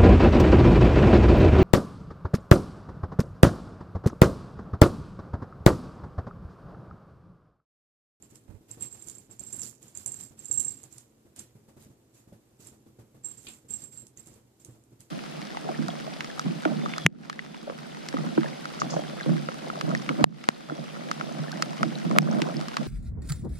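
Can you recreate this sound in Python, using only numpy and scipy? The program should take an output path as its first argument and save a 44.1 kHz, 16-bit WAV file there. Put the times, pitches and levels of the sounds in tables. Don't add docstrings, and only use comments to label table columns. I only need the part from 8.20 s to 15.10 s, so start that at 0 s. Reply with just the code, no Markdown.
import sys
import numpy as np
from scipy import signal
from scipy.fft import rfft, irfft, next_fast_len
from scipy.io import wavfile
from scipy.ndimage import uniform_filter1d, map_coordinates

SR = 44100
rng = np.random.default_rng(int(sys.argv[2]) if len(sys.argv) > 2 else 0)


def inscribe(sig):
    pcm = np.round(np.clip(np.atleast_2d(sig).T, -1, 1) * 32767)
    wavfile.write(sys.argv[1], SR, pcm.astype(np.int16))


N = 304334

# (time [s], main tone level [dB], tick level [dB], middle overtone level [dB], top overtone level [dB])
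TAG_CONTACTS = [(0.0245, -50.5, -56, -61, -63), (0.513, -40.5, -47.5, -49, -54),
                (0.608, -37.5, -61, -62, -50), (0.6225, -26.5, -52, -59, -42), (0.642, -39, -56, -60, -56),
                (0.661, -40, -66, -62, -58), (0.7265, -40.5, -57, -53, -61), (0.8235, -42, -53.5, -52, -66),
                (0.872, -43, -59, -56, -52), (0.885, -43, -44, -46, -60.5), (0.898, -57, -44.5, -49, -61.5),
                (0.9519, -44, -51.5, -52, -65), (0.9825, -45, -56.5, -54, -55), (1.111, -45, -61, -63, -72),
                (1.1946, -34.5, -44, -63, -67), (1.27, -38, -53, -61, -62), (1.327, -32, -41.5, -46, -35.5),
                (1.36, -39, -55, -58, -43), (1.407, -34, -58, -60, -60), (1.417, -34, -38.5, -53, -41),
                (1.432, -41, -46, -55, -44), (1.6276, -62, -51.5, -67, -66), (1.681, -48, -58.5, -59, -65),
                (1.75, -36.5, -52, -62, -56), (1.773, -44, -43.5, -43.5, -43),
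                (1.861, -28, -34, -28.5, -43), (1.8768, -27, -50, -38, -48),
                (1.919, -32.5, -49.5, -42, -53), (1.942, -36, -46, -49, -57),
                (2.0089, -34.5, -51.5, -58, -60.5), (2.035, -35.5, -58.5, -60, -47.5),
                (2.191, -40.5, -60.5, -66.5, -63), (2.245, -44, -57.5, -46.5, -58),
                (2.256, -38.5, -46, -51, -52), (2.283, -38.5, -52, -54, -51.5),
                (2.313, -18.5, -43, -50.5, -43.5), (2.3264, -23.5, -42.5, -48, -36),
                (2.342, -29, -52, -41, -39.5), (2.374, -20, -51.5, -45, -52.5),
                (2.3969, -24, -37, -37, -32.5), (2.4041, -22.5, -37, -41, -34.5),
                (2.428, -40.5, -51, -42, -55.5), (2.447, -26, -49, -37, -45),
                (2.4802, -25, -53.5, -45, -60), (2.6378, -50, -48.5, -66, -67),
                (2.7252, -48, -56, -64, -66), (3.192, -43, -60, -54.5, -58),
                (4.4703, -44.5, -63.5, -56, -57), (5.045, -30, -60, -48, -51),
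                (5.055, -30.5, -46.5, -46, -54), (5.085, -42, -60, -55, -51),
                (5.112, -37.5, -66.5, -59, -57), (5.175, -42, -61, -59, -68),
                (5.285, -41.5, -58.5, -48, -68), (5.5058, -30, -50, -48, -46), (5.537, -24, -59, -44, -47),
                (5.638, -36, -51, -44, -61), (5.774, -36.5, -72, -52, -62), (5.9742, -56, -62.5, -61, -70)]


def amp(db):
    return 10 ** (np.asarray(db) / 20)


def unit(x):
    return x / np.sqrt(np.mean(x ** 2) + 1e-20)


def along(points, hz):
    f, v = np.transpose(points)
    return np.interp(np.log(hz + 1), np.log(f + 1), v)


def wobble(rate):
    knots = rng.standard_normal(int(N * rate / SR) + 4)
    return map_coordinates(knots, [np.arange(N) * rate / SR])


def filtered(x, response):
    n = x.shape[-1]
    m = next_fast_len(n + 4096)
    return irfft(rfft(x, m) * response(np.fft.rfftfreq(m, 1 / SR)), m)[..., :n]


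def noise(spectrum, shape):
    white = rng.standard_normal(shape)
    return unit(filtered(white, lambda hz: amp(along(spectrum, hz))))


def spread(pair):
    # (frequency [Hz], coherence [0-1])
    coherence = [(40, 0.75), (130, 0.97), (300, 0.89), (700, 0.23), (1500, 0.073), (8000, 0.22)]

    def mid_side_gains(hz):
        angle = np.arccos(np.clip(along(coherence, hz), -1, 1)) / 2
        return np.array([np.cos(angle), np.sin(angle)])

    mid, side = filtered(pair, mid_side_gains)
    return np.array([mid + side, mid - side])


def add(track, s, sound):
    part = track[..., max(round(s * SR), 0):][..., :sound.shape[-1]]
    part += sound[..., :part.shape[-1]]


def bursts(hits, spectrum, attack, t60):
    out, t = np.zeros((2, N)), np.arange(SR // 4) / SR
    envelope = (1 - np.exp(-t / attack)) * amp(-60 * t / t60)
    envelope_rms = np.sqrt(np.mean(envelope ** 2)) / envelope.max()
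    for s, db in hits:
        burst = unit(noise(spectrum, (2, len(t))) * envelope) * envelope_rms
        add(out, s, amp(db) * burst)
    return spread(out)


def knocks(hits, modes, attack):
    out, t = np.zeros(N), np.arange(SR // 5) / SR
    ringing = sum(amp(db - 60 * t / t60) * np.sin(2 * np.pi * hz * t) for hz, db, t60 in modes)
    knock = ringing * (1 - np.exp(-t / attack))
    for s, db in hits:
        add(out, s, amp(db) * knock)
    return out


def patchy(x, depth_db, size=7):
    z = signal.stft(x, nperseg=256)[2]
    across_frequency = uniform_filter1d(rng.standard_normal(z.shape), size, 0)
    field = uniform_filter1d(across_frequency, size, 1)
    return unit(signal.istft(z * amp(depth_db * unit(field)), nperseg=256)[1][:N])


def boom(x):
    # (centre [Hz], width [Hz], peak of the added band [dB re direct])
    resonances = [(122.4, 21.3, 0.5), (220.4, 6.8, 5.5), (261.7, 7.01, 1.5), (327, 17, -4)]

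    def response(hz):
        return 1 + sum(amp(db) * 1j * hz * width / (centre ** 2 - hz ** 2 + 1j * hz * width)
                       for centre, width, db in resonances)

    return filtered(x, response)


def room(x, count=23):
    # (frequency [Hz], t60 [s])
    decay_times = [(1000, 0.11), (7500, 0.13), (14000, 0.12)]
    out, centres = np.zeros((2, N)), np.linspace(0, N, count + 1)
    step = centres[1]
    for centre in centres:
        hz, t, z = signal.stft(rng.standard_normal((2, SR // 3)), SR, nperseg=256)
        decay = amp(-60 * t / along(decay_times, hz)[:, None]) * (1 - np.exp(-t / 0.0023))
        tail = signal.istft(z * decay, SR, nperseg=256)[1]
        i = np.arange(max(int(centre - step), 0), min(int(centre + step), N))
        piece = x[i] * np.cos(np.pi / 2 * (i - centre) / step)
        add(out, i[0] / SR, signal.fftconvolve(piece[None], tail / np.linalg.norm(tail[0]), axes=1))
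    return out


def effort():
    # (time [s], length [s], tag shaking level [dB], tag scraping level [dB], rustle level [dB])
    moves = [(0.014, 0.016, -62, -73, -67), (0.09, 0.021, -68, -63, -70.5), (0.141, 0.011, -49.5, -81, -67),
             (0.479, 0.059, -52, -65.5, -64), (0.595, 0.05, -37, -53, -58), (0.7, 0.16, -48, -61, -66),
             (0.858, 0.052, -48, -50, -62), (0.93, 0.088, -63, -60.5, -69.5), (1.097, 0.037, -54, -57, -68),
             (1.185, 0.12, -42, -56, -63.5), (1.315, 0.1, -36, -51, -61.5),
             (1.411, 0.055, -40.5, -41.5, -58), (1.605, 0.091, -55, -63.5, -66.5),
             (1.741, 0.075, -42.5, -50.5, -61.5), (1.857, 0.17, -41, -53.5, -62.5),
             (1.985, 0.056, -49, -50, -63), (2.168, 0.15, -51, -63.5, -64.5),
             (2.303, 0.21, -35, -46.5, -61.5), (2.509, 0.15, -53, -79.5, -66.5),
             (2.702, 0.1, -54, -57.5, -67), (3.154, 0.061, -51, -63, -61), (3.592, 0.041, -74, -75, -66),
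             (3.934, 0.053, -73, -64, -69.5), (4.389, 0.081, -64, -54, -66.5), (4.46, 0.016, -61, -63, -65),
             (5.029, 0.1, -42.5, -64, -64.5), (5.156, 0.14, -57, -56, -67.5),
             (5.236, 0.11, -47.5, -59.5, -63.5), (5.481, 0.086, -42, -53.5, -62),
             (5.583, 0.063, -42, -63, -62.5), (5.707, 0.1, -44, -60.5, -65.5),
             (5.96, 0.041, -45.5, -60.5, -65.5), (6.048, 0.098, -51, -68, -69.5),
             (6.392, 0.013, -51, -60.5, -69), (6.434, 0.11, -55.5, -79, -76),
             (6.789, 0.021, -74.5, -63.5, -66.5)]
    # tag shaking, tag scraping, rustle [dB]
    rest_db = [-92.5, -94, -81.5]
    attack_s, sag_db_per_s, release_db_per_s = 0.018, 6.5, 201
    t = np.arange(SR) / SR
    power = np.zeros((3, N)) + amp(rest_db)[:, None] ** 2
    for s, length, *db in moves:
        fall_db = sag_db_per_s * t + release_db_per_s * np.maximum(t - length, 0)
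        gain = amp(db)[:, None] * np.minimum(t / attack_s, 1) * amp(-fall_db)
        add(power, s, gain ** 2)
    return np.sqrt(power)


def background(air_db=-67, waver=0.53):
    # (frequency [Hz], relative level [dB])
    air_spectrum = [(15, -53.5), (25, -20), (44, -6), (124, -6.5), (175, -6.5), (340, -0.5), (627, -9.5),
                    (1770, -22.5), (5000, -26.5), (7650, -28), (9470, -33), (13400, -25.5), (14500, -51)]
    hum_hz, hum_db = 117.4, -74
    phase = 2 * np.pi * hum_hz * np.arange(N) / SR + waver * wobble(1.7)
    hum = amp(hum_db) * np.sqrt(2) * np.sin(phase)
    return hum + amp(air_db) * boom(spread(noise(air_spectrum, (2, N))))


def handling(left_db=-10, right_db=3):
    # (time [s], level before the port gain [dB])
    bumps = [(0.2915, -33.5), (0.3445, -35.5)]
    # (frequency [Hz], relative level [dB], t60 [s])
    case_modes = [(58, -8, .1), (96, 0, .095), (140, -8, .05)]
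    # (time [s], level before the port gain [dB])
    slips = [(.276, -51), (.299, -49.5), (.341, -52.5)]
    # (frequency [Hz], relative level [dB])
    slip_spectrum = [(60, -1), (330, -1.5), (600, -13.5), (1600, -24.5), (5000, -39)]
    thumps = knocks(bumps, case_modes, attack=0.006)
    slides = bursts(slips, slip_spectrum, attack=0.0048, t60=0.19)
    return amp([[left_db], [right_db]]) * (thumps + slides)


def snap(echo_db=-9.0, echo_delay=0.0093):
    # (time [s], level [dB])
    snaps = [(0.622, -51.5), (3.1935, -57), (5.268, -39.5)]
    # (frequency [Hz], relative level [dB])
    snap_spectrum = [(500, -22), (1500, -16), (2100, -13), (2500, -1), (3400, -4.5), (4600, -9.5),
                     (6000, -28), (14000, -26)]
    late = [(s + echo_delay, db + echo_db) for s, db in snaps]
    direct = bursts(snaps, snap_spectrum, attack=0.000175, t60=0.046)
    return direct + bursts(late, snap_spectrum, attack=0.0044, t60=0.16)


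def clicks(level_db=0, left_db=-3, tail_db=-16):
    # (time [s], level at the right port [dB])
    contacts = [(.156, -47), (.51, -49), (2.632, -46), (2.782, -41.5), (3.162, -44.5), (3.1895, -44),
                (3.1932, -36.5), (3.624, -55.5), (4.47, -46), (5.868, -46.5), (6.06, -52), (6.072, -46),
                (6.448, -42), (6.638, -61), (6.8055, -47.5)]
    # (frequency [Hz], relative level [dB])
    click_spectrum = [(800, -29), (2500, -6), (4500, -1.5), (7000, 7.5), (9500, 7), (12000, -3),
                      (14500, -16)]
    direct = bursts(contacts, click_spectrum, attack=0.0003, t60=0.013)
    tail = amp(tail_db) * bursts(contacts, click_spectrum, attack=0.01, t60=0.11)
    return amp([[level_db + left_db], [level_db]]) * (direct + tail)


def rustle(brushing, level_db=5.5, grain_db=-0.5, catch_db=-7, catch_rate=170):
    # (frequency [Hz], relative level [dB])
    rustle_spectrum = [(100, -27), (400, 3), (900, 1.5), (1600, -0.5), (3000, -1), (6000, -0.5),
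                       (10000, -2.5), (14500, -4.5)]
    hiss = np.array([patchy(side, 2.5, size=4) for side in noise(rustle_spectrum, (2, N))])
    catches = (rng.random((2, N)) < catch_rate / SR) * rng.standard_normal((2, N))
    t = np.arange(SR // 200) / SR
    envelope = signal.fftconvolve(catches, amp(-60 * t / 0.0037)[None], axes=1)[:, :N]
    crackles = envelope * noise(rustle_spectrum, (2, N))
    rubbing = spread(hiss + amp(catch_db) * unit(crackles))
    return brushing * amp(level_db + grain_db * wobble(140)) * rubbing


def trotters():
    # (time [s], relative level [dB])
    hard_steps = [(0.575, -60), (1.21, -49), (3.566, -52), (4.1227, -41), (4.135, -52), (6.491, -55)]
    # (frequency [Hz], relative level [dB], t60 [s])
    floor_modes = [(185, -2, .07), (380, -3, .045), (560, -1, .035)]
    return knocks(hard_steps, floor_modes, attack=0.0013)


def paws(brushing, thud_db=-6, linger_db=-15, scuff_db=-1, shuffle_db=-74, weight_db=3, lump_db=2):
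    # (time [s], thud level [dB], scuff level [dB])
    footfalls = [(0.021, -53, -70), (0.121, -46.5, -64.5), (.408, -52, -69), (.571, -45, -56.5),
                 (0.62, -50.5, -58.5), (.738, -49.5, -59), (0.974, -51, -69), (1.093, -46.5, -59),
                 (1.201, -47, -60.5), (1.326, -49, -54), (1.378, -47, -65), (1.42, -51, -66),
                 (1.858, -46.5, -54), (1.886, -52, -65), (2.107, -46.5, -61), (2.301, -43, -58.5),
                 (2.346, -43, -75), (2.388, -42, -55), (2.451, -44, -57.5), (2.629, -49.5, -60),
                 (3.051, -49.5, -64), (3.176, -48, -77), (3.351, -47, -64), (3.479, -49.5, -58.5),
                 (3.564, -45, -59), (3.658, -47, -68.5), (3.699, -50, -65), (4.074, -49, -64),
                 (4.122, -49, -60), (4.395, -47, -63.5), (4.456, -54, -64.5), (4.519, -48.5, -61),
                 (4.66, -46, -64), (4.787, -43.5, -57.5), (4.944, -46.5, -61.5), (5.049, -51, -57.5),
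                 (5.28, -49, -64), (5.445, -50.5, -67.5), (5.502, -45.5, -59), (5.631, -47, -63),
                 (5.827, -50, -72.5), (6.068, -48.5, -60.5), (6.113, -50, -69), (6.156, -54.5, -61),
                 (6.454, -51, -64), (6.484, -43.5, -62), (6.542, -53, -64.5), (6.716, -50, -66)]
    # (frequency [Hz], relative level [dB])
    thud_spectrum = [(30, -35.5), (60, -3.5), (95, 3.5), (120, 4.5), (160, 1.5), (330, -1.5), (500, -6.5),
                     (800, -27), (1500, -29.5), (4000, -67.5)]
    # (frequency [Hz], relative level [dB])
    scuff_spectrum = [(100, -27), (400, -2.5), (750, -8), (1300, -15), (3000, -22.5), (10000, -25.5)]
    steps = [(s, db) for s, db, _ in footfalls]
    thuds = amp(thud_db) * bursts(steps, thud_spectrum, attack=0.00093, t60=0.073)
    thuds += amp(linger_db) * bursts(steps, thud_spectrum, attack=0.011, t60=0.4)
    scrapes = [(s, db + scuff_db) for s, _, db in footfalls]
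    scuffs = bursts(scrapes, scuff_spectrum, attack=0.008, t60=0.198)
    shuffle = spread(noise(thud_spectrum, (2, N))) * unit(amp(lump_db * wobble(30)))
    shuffle_gain = np.hypot(amp(shuffle_db), amp(weight_db) * brushing)
    return boom(thuds + shuffle_gain * shuffle) + scuffs


def ring(levels_db, attack):
    # (frequency [Hz], level within its group [dB], t60 [s])
    metal_modes = [(7000, -20, .03), (7155, -20, .035), (7295, -16, .045), (7532, -3, .06), (7560, 0, .09),
                   (7655, -12, .05), (7837, -17, .035), (7962, -20, .03), (8668, -28, .2), (9300, -22, .03),
                   (9480, -19, .035), (9890, -21, .05), (10512, -17, .08), (12590, -28, .06),
                   (13400, -37, .06)]
    group_edges = [8200, 10200]
    scatter_db, detune = 3.5, 0.002
    hz, db, t60 = np.transpose(metal_modes)[:, :, None]
    t = np.arange(SR // 5) / SR
    group = np.searchsorted(group_edges, hz[:, 0])
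    size = amp(db + scatter_db * rng.standard_normal(hz.shape))
    pitch = hz * (1 + detune * rng.standard_normal(hz.shape))
    phase = rng.random() + rng.random(hz.shape) / 3
    modes = size * amp(-60 * t / t60) * np.sin(2 * np.pi * (pitch * t + phase))
    groups = np.array([modes[group == k].sum(axis=0) for k in range(len(levels_db))])
    early_rms = groups[:, t < .02].std(axis=1)
    return (amp(levels_db) / early_rms) @ groups * (1 - np.exp(-t / attack))


def strokes():
    out, t = np.zeros(N), np.arange(SR // 5) / SR
    choke = amp(-5 * np.minimum(t / 0.002, 1))
    for s, main, _, middle, top in TAG_CONTACTS:
        ringing = out[max(round(s * SR), 0):][:len(t)]
        add(out, s, ringing * (choke[:len(ringing)] - 1))
        add(out, s, ring([main, middle, top], attack=0.00073))
    return out


def chatter(rate=130, middle_db=-19, top_db=-18, count=14):
    strength = amp(6 * np.clip(rng.standard_normal((count, N)), -2, 2))
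    touches = (rng.random((count, N)) < rate / count / SR) * strength
    rings = [ring([0, middle_db, top_db], attack=.0001) for _ in touches]
    jingle = signal.fftconvolve(touches, np.array(rings), axes=1).sum(axis=0)[:N]
    running_power = np.abs(uniform_filter1d(jingle ** 2, SR // 20))
    return jingle / np.sqrt(running_power + jingle.var() / 20)


def clinks(t60=0.016, count=5):
    # (time [s], central pitch [Hz], relative level [dB])
    ring_hits = [(1.433, 5450, -27.5), (1.773, 6450, -35.5), (1.941, 6350, -41), (2.211, 6700, -43.5),
                 (2.397, 5190, -38), (5.9742, 6450, -38.5)]
    out, t = np.zeros(N), np.arange(SR // 20) / SR
    for s, hz, db in ring_hits:
        pitch = hz * (1 + .06 * rng.standard_normal((count, 1)))
        tones = np.sin(2 * np.pi * (pitch * t + rng.random((count, 1)))).sum(axis=0)
        add(out, s, amp(db - 60 * t / t60) * unit(tones) / 2)
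    return out


def tags(shaking, scraping, scrape_db=-3, grit_db=4, ring_db=-9.0, tick_db=10, wet_db=-8,
         tick_wet_db=-9, free_db=-48, damping=1.0):
    # (frequency [Hz], relative level [dB])
    scrape_spectrum = [(800, -49.5), (3000, -19), (5000, -6.5), (6300, -4.5), (7200, 3.5), (8000, -2),
                       (8900, -8.5), (9600, -8), (11200, -12.5), (14500, -11.5)]
    # (frequency [Hz], relative level [dB])
    tick_spectrum = [(800, -34), (2500, -14), (4500, -6.5), (6300, 0), (7200, 17.5), (8000, 8.5),
                     (8800, -14.5), (9700, -5), (11000, -6.5), (14500, -5)]
    # (frequency [Hz], gain [dB])
    shadow = [(2000, -9), (5000, -28.5), (7500, -21), (8700, -21.5), (10000, -13.5), (14000, -14.5)]
    freedom = np.minimum(shaking / amp(free_db), 1) ** damping
    rings = amp(-10) * shaking * freedom * chatter()
    rings += amp(ring_db) * strokes()
    grit = unit(amp(grit_db * wobble(420)) * patchy(noise(scrape_spectrum, N), 3))
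    ticks = amp(scrape_db) * scraping * grit
    tick_hits = [(s, db) for s, _, db, *_ in TAG_CONTACTS]
    ticks += amp(tick_db) * bursts(tick_hits, tick_spectrum, attack=0.00015, t60=.013)[0]
    ticks += clinks()
    left, right = rings + ticks + room(amp(wet_db) * rings + amp(tick_wet_db) * ticks)
    return np.array([filtered(left, lambda hz: amp(along(shadow, hz))), right])


def scene():
    shaking, scraping, brushing = effort()
    animals = tags(shaking, scraping) + rustle(brushing) + paws(brushing) + trotters()
    return animals + clicks() + snap() + handling() + background()


def record(dry):
    # (frequency [Hz], gain [dB])
    port = [(30, 2), (120, 2), (300, 0), (3500, -0.5), (5500, 0.5), (7500, 7.5), (9500, 3), (14000, 0.5)]
    top_hz = 14650
    lag = 4 / SR
    left = filtered(dry[0], lambda hz: np.exp(-2j * np.pi * hz * lag))
    right = filtered(dry[1], lambda hz: amp(along(port, hz)))
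    return filtered(np.array([left, right]), lambda hz: hz < top_hz)


dry = scene()
out = record(dry)
inscribe(out)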